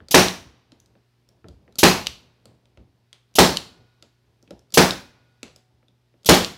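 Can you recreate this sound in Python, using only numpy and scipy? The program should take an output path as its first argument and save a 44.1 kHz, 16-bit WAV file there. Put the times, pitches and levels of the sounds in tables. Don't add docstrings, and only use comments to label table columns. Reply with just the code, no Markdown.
import sys
import numpy as np
from scipy import signal
from scipy.fft import rfft, irfft, next_fast_len
from scipy.io import wavfile
from scipy.ndimage import uniform_filter1d, map_coordinates

SR = 44100
rng = np.random.default_rng(int(sys.argv[2]) if len(sys.argv) > 2 else 0)


def bounce(signal):
    frames = np.transpose(np.atleast_2d(signal))
    limited = np.clip(frames, -1, 1)
    pcm = np.round(limited * 32767).astype(np.int16)
    wavfile.write(sys.argv[1], SR, pcm)


def ratio_of_db(decibels):
    return 10 ** (np.asarray(decibels, float) / 20)


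N = 289895

# frequency in Hz, level in dB rms.
HUM = [(60, -79), (120, -67.5), (241, -82), (361, -84), (415, -85)]
# frequency in Hz, density in dB per Hz.
ROOM_TONE = [(25, -19), (60, -1.5), (135, 1.5), (300, -11), (900, -12.5), (2000, -14), (5000, -16.5),
             (7000, -25.5), (14000, -29.5), (16500, -34)]
# frequency in Hz, density in dB per Hz.
BENCH = [(30, -24), (65, 0), (200, -8), (450, -12), (1000, -21), (2000, -59)]
# time in seconds, level in dB.
HANDLING = [(0, -62), (.7, -65), (1.1, -72), (1.55, -61), (2.3, -61), (2.85, -62), (3.2, -74), (4.2, -72),
            (4.6, -64), (5.5, -67), (6, -72), (6.57, -70)]
# start in seconds, frequency in Hz, level in dB, t60 in seconds.
TINKLES = [
    (5.50, 743, -70, 1.4),
    (5.70, 867, -65, .12),
    (5.80, 867, -66, .12),
    (5.93, 867, -72, .12),
    (6.04, 867, -72, .12),
]
# start in seconds, peak in dB, ring in Hz, wood knock in dB.
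TAPS = [(0.0034, -43, 1590, 0), (0.7195, -39.5, 3140, -8.5), (0.8007, -44.5, 5980, -30),
        (0.8597, -50.5, 4820, -11.5), (0.9534, -47, 1300, -5.5), (1.2886, -46, 5500, -19),
        (1.4431, -42, 1350, 4), (1.4846, -40, 4440, -5), (1.6785, -49.5, 1900, 5),
        (1.7242, -50.5, 4000, -11.5), (2.4555, -36.5, 4360, -9), (2.5496, -65, 4700, 3),
        (2.6557, -49.5, 3100, -19.5), (2.7731, -44, 2600, 1), (3.1289, -31, 3300, -32),
        (3.312, -62.5, 4150, 2.5), (4.0251, -35, 4210, -11.5), (4.4265, -50, 5380, -2),
        (4.4764, -48, 2560, -1), (4.507, -34.5, 3800, 2), (4.5925, -49, 5400, -14),
        (5.4302, -21, 3664, -15.5), (5.4796, -43, 2800, -8), (5.5611, -38, 5030, -15.5),
        (5.8282, -55.5, 1570, -2), (5.8832, -54, 3600, -2.5), (6.1394, -59, 1790, 5)]
# start in seconds, peak in dB.
SAFETY = [
    (.085, -34),
    (1.756, -36.5),
    (3.340, -47.5),
    (4.704, -48.5),
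    (4.723, -33),
    (6.232, -49),
    (6.247, -30.5),
]
# start in seconds, level in dB.
BUMPS = [(.004, -43.5), (.39, -46), (.45, -46), (.72, -56), (1.443, -41.5), (1.486, -41), (1.679, -55),
         (2.07, -41), (2.456, -59.5), (2.776, -41), (4.507, -47), (5.431, -56)]
# frequency in Hz, level in dB, t60 in seconds.
NOSE = [(560, -2, .04), (1350, -6, .025)]
# start in seconds, peak in dB, ring in Hz, first tick in dB.
RELEASES = [
    (0.2839, -12, 3970, -6),
    (2.0691, -3.5, 3845, -14),
    (3.5707, -6, 3970, -9),
    (4.9077, -10, 3884, -10),
    (6.4466, -12, 3820, -6),
]
# start in seconds, peak in dB.
VALVE_OPENINGS = [
    (0.1124, -10.5),
    (1.7879, -9.5),
    (3.3568, -12.5),
    (4.7428, -10),
    (6.2615, -12),
]
# frequency in Hz, density in dB per Hz.
JET = [(59, -51), (100, -18), (676, -11), (1760, -22.5), (2990, -2), (4570, -2.5), (5300, -2), (5650, -0.5),
       (6290, -0.5), (9410, -13), (10900, 0), (16000, -14)]
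# start in seconds, peak in dB, vent in dB.
BLOWS = [
    (0.144, -5, -17.5),
    (1.832, -6, -18.5),
    (3.386, -6.5, -10.5),
    (4.774, -7.5, -15),
    (6.29, -5, -17),
]
SHAKE_DB = [
    -6,
    -6,
    6,
    9,
    0,
]
# frequency in Hz, density in dB per Hz.
SLAM = [(25, -44), (45, -23.5), (65, -9), (115, -12), (189, 3), (486, 3.5), (900, -0.5), (1100, -5),
        (3000, -7.5), (5740, -15), (10000, -30), (16000, -33)]
# frequency in Hz, density in dB per Hz.
CRACK = [(800, -16.5), (2500, -3), (5000, 2), (9000, -6.5), (16000, -15)]
# frequency in Hz, density in dB per Hz.
VENT = [(1500, -27.5), (4000, 0), (8000, -5.5), (13000, 3), (17000, -7)]
# frequency in Hz, level in dB, t60 in seconds.
FRAMES = [(69.6, -11.5, 0.16), (159.9, -4, 0.24), (183.75, -2, 0.32), (255.3, -1, 0.17), (315.7, -1, 0.17),
          (366.2, 0.5, 0.24), (614.6, -5, .12), (788, -6, 0.059), (818, -3.5, 0.19), (900, -10, 0.09),
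          (1280, -10, 0.09)]
# frequency in Hz, level in dB, t60 in seconds.
STEEL = [(1453, -69, 2.6), (2110, -72, 1.3), (2487, -72, 1.6), (3784, -71, 1.8), (4660, -78, 2.2)]
# frequency in Hz, t60 in seconds.
GARAGE = [(60, 0.28), (150, 0.48), (400, .3), (1500, 0.36), (4000, 0.37), (12000, 0.34)]
# frequency in Hz, t60 in seconds.
LOFT = [(100, 0.32), (1000, 1.1), (4000, 1.1), (9000, 0.61)]

ROOM_TONE_DB = -73
AFTERSHAKE_DB, AFTERSHAKE_T60_S = -42.5, 1.2
SAFETY_HZ, SAFETY_KNOCK_DB = 4620, -14.5
SCUFF_DB = -24
TICK_LEAD_S = 0.0064
HISS_T60_S = 0.17
PUFF_HZ, PUFF_DB, PUFF_T60_S = 186, -14.5, 0.027
CRACK_DB, RETURN_S = 19, 0.052
STEADY_S = 99
TOP_HZ = 16500


def rms(z):
    return np.sqrt(np.mean(np.abs(z) ** 2))


def unit(x):
    return x / np.sqrt(np.mean(x ** 2) + 1e-20)


def along(points, hz):
    f, v = np.transpose(points)
    return np.interp(np.log(hz + 1), np.log(f + 1), v)


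def noise(spectrum, size):
    m = next_fast_len(size + 4096)
    gain = ratio_of_db(along(spectrum, np.fft.rfftfreq(m, 1 / SR)))
    white = rfft(rng.standard_normal(m))
    return unit(irfft(white * gain, m)[:size])


def wobble(rate_hz):
    knots = rng.standard_normal(int(N * rate_hz / SR) + 4)
    return map_coordinates(knots, [np.arange(N) * rate_hz / SR])


def fade(t, t60_s, rise_s):
    t = np.maximum(t, 0)
    return (1 - np.exp(-t / rise_s)) * ratio_of_db(-60 * t / t60_s)


def ring(modes, t, scatter_db):
    out = np.zeros(len(t))
    for hz, db, t60_s in modes:
        level = ratio_of_db(db + rng.normal(0, scatter_db) - 60 * t / t60_s)
        out += level * np.sin(2 * np.pi * (hz * t + rng.random()))
    return out


def add(track, s, x):
    track[round(s * SR):][:len(x)] += x


def background():
    t = np.arange(N) / SR
    hum = np.zeros(N)
    for hz, db in HUM:
        level = np.sqrt(2) * ratio_of_db(db + 0.74 * wobble(2))
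        hum += level * np.sin(2 * np.pi * hz * t + 0.36 * wobble(7.5))
    stir = ratio_of_db(np.interp(t, *np.transpose(HANDLING)))
    for s, *_ in BLOWS:
        stir = stir + ratio_of_db(AFTERSHAKE_DB) * fade(t - s, AFTERSHAKE_T60_S, .03)
    rumble = stir * ratio_of_db(-4.5 + 3.8 * wobble(12)) * noise(BENCH, N)
    room_tone = ratio_of_db(ROOM_TONE_DB + wobble(3)) * noise(ROOM_TONE, N)
    return hum + rumble + room_tone


def tinkles():
    out, t = np.zeros(N + SR), np.arange(SR) / SR
    for s, hz, db, t60_s in TINKLES:
        add(out, s, ratio_of_db(db) * np.sin(2 * np.pi * hz * t) * fade(t, t60_s, .008))
    return out[:N]


def snap(t, hz, t60_s, wide_db):
    colour = [(0.16 * hz, wide_db - 22.5), (0.67 * hz, wide_db), (hz, 0),
              (1.6 * hz, wide_db), (3 * hz, wide_db - 13.0), (7 * hz, wide_db - 43.5)]
    modes = [(hz, -2, 1.1 * t60_s)]
    for ratio in np.exp(rng.normal(0, .25, size=3)):
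        modes.append((hz * ratio, -13, 1.2 * t60_s))
    burst = noise(colour, len(t)) * fade(t, t60_s, 0.00021)
    return burst + ring(modes, t, scatter_db=4.5) * fade(t, STEADY_S, 0.00026)


def taps():
    out, t = np.zeros(N + SR), np.arange(SR // 3) / SR
    knock_colour = [(100, -19), (200, 5.5), (550, -4), (1000, -19), (3000, -42), (8000, -70)]
    scuff_colour = [(300, 3.5), (4000, 4.0), (8000, -15.5), (16000, -39)]
    thump_colour = [(30, -24), (65, 1.5), (110, -9.5), (250, -22), (700, -45), (4000, -90)]
    safety = [(s, db, SAFETY_HZ, SAFETY_KNOCK_DB) for s, db in SAFETY]
    for s, db, hz, knock_db in list(TAPS) + safety:
        tick = snap(t, hz, 0.012, wide_db=-5)
        nose = ratio_of_db(.6 * knock_db) * ring(NOSE, t, scatter_db=3) * fade(t, STEADY_S, .001)
        knock = ratio_of_db(knock_db + 0.5) * noise(knock_colour, len(t)) * fade(t, .14, 0.002)
        scuff = ratio_of_db(SCUFF_DB) * noise(scuff_colour, len(t)) * fade(t, 0.3, 0.0067)
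        add(out, s, ratio_of_db(db - 4.5) * (tick + nose + scuff + knock))
    for s, db in BUMPS:
        add(out, s, ratio_of_db(db) * noise(thump_colour, len(t)) * fade(t, 0.3, 0.014))
    return out[:N]


def trigger():
    out, t = np.zeros(N + SR), np.arange(SR // 10) / SR
    for s, db, hz, tick_db in RELEASES:
        add(out, s, ratio_of_db(db - 1) * snap(t, hz, 0.008, wide_db=-14))
        add(out, s - TICK_LEAD_S, ratio_of_db(db + tick_db) * snap(t, hz, 0.002, wide_db=-10))
    return out[:N]


def valve():
    out, t = np.zeros(N + SR), np.arange(SR // 2) / SR
    for (s, db), (blow_s, *_) in zip(VALVE_OPENINGS, BLOWS):
        opening = fade(t, HISS_T60_S, 0.0017) * fade(t, STEADY_S, 0.0017)
        cutoff = ratio_of_db(-60 * np.maximum(t + s - blow_s, 0) / .05)
        jet = noise(JET, len(t)) * opening * cutoff
        puff = ratio_of_db(PUFF_DB) * np.sin(2 * np.pi * PUFF_HZ * t) * fade(t, PUFF_T60_S, 0.0022)
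        add(out, s - .004, ratio_of_db(db - 7.5) * jet + ratio_of_db(db) * puff)
    return out[:N]


def blows():
    near, rings, t = np.zeros(N + 2 * SR), np.zeros(N + 2 * SR), np.arange(SR) / SR
    return_colour = [(2500, -30.5), (4200, -4), (6500, -23.0)]
    for (s, db, vent_db), shake_db in zip(BLOWS, SHAKE_DB):
        thud = ratio_of_db(18) * noise(SLAM, len(t)) * fade(t, 0.081, 0.0012)
        crack = ratio_of_db(CRACK_DB) * noise(CRACK, len(t)) * fade(t - .0035, 0.024, 0.0016)
        vent = ratio_of_db(vent_db + 8.0) * noise(VENT, len(t)) * fade(t - .015, 0.053, 0.0085)
        back = ratio_of_db(-4) * noise(return_colour, len(t)) * fade(t - RETURN_S, 0.034, 0.00069)
        add(near, s - .001, ratio_of_db(db - 6) * (thud + crack + vent + back))
        wood = ring(FRAMES, t, scatter_db=0.0) * fade(t, STEADY_S, 0.0033)
        add(rings, s - .001, ratio_of_db(db - 0.5) * wood)
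        low_steel = ratio_of_db(shake_db) * ring(STEEL[:2], t, scatter_db=1)
        high_steel = ratio_of_db(6) * ring(STEEL[2:], t, scatter_db=3)
        add(rings, s, (low_steel + high_steel) * (1 - t ** 4))
    return near[:N], rings[:N]


def walls(x):
    hop = 64
    grid = dict(fs=SR, nperseg=256, noverlap=256 - hop)
    hz, _, z = signal.stft(x, **grid)
    power = uniform_filter1d(np.abs(z) ** 2, size=3, axis=0)
    garage_keep = ratio_of_db(-120 * hop / SR / along(GARAGE, hz))
    loft_keep = ratio_of_db(-120 * hop / SR / along(LOFT, hz))

    def hold(keep, p):
        return signal.lfilter([0, 0, 1 - keep], [1, -keep], p)

    linger = np.array([hold(k, p) + ratio_of_db(-63) * hold(g, p)
                       for k, g, p in zip(garage_keep, loft_keep, power)])
    diffuse = signal.stft(rng.standard_normal(len(x)), **grid)[2]
    tail = np.sqrt(np.abs(linger)) * diffuse / rms(diffuse)
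    return signal.istft(tail, **grid)[1][:len(x)]


def scene():
    slam, rings = blows()
    air, click, touch = valve(), trigger(), taps()
    echo = walls(ratio_of_db(-4.0) * slam + ratio_of_db(-9.5) * air + ratio_of_db(-11) * click + ratio_of_db(-9.0) * touch)
    return (slam + rings + air + click + touch + echo + tinkles() + background())[None]


def band_limit(x):
    return signal.sosfilt(signal.butter(12, 16960, fs=SR, output="sos"), x)


def record(dry):
    x = dry / (1 + np.abs(dry / .72) ** 6) ** (1 / 6)
    keep = np.exp(-1 / (0.0032 * SR))
    load = signal.lfilter([1 - keep], [1, -keep], x ** 2)
    x = 1.083 * x / (1 + 0.87 * load)
    x = signal.lfilter(*signal.butter(2, 50 / (SR / 2), "high"), x)
    x = x / (1 + np.abs(x / .88) ** 10) ** (1 / 10)
    x = signal.sosfilt(signal.cheby2(12, 50, TOP_HZ / (SR / 2), output="sos"), x)
    return band_limit(x)


dry = scene()
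out = record(dry)
bounce(out)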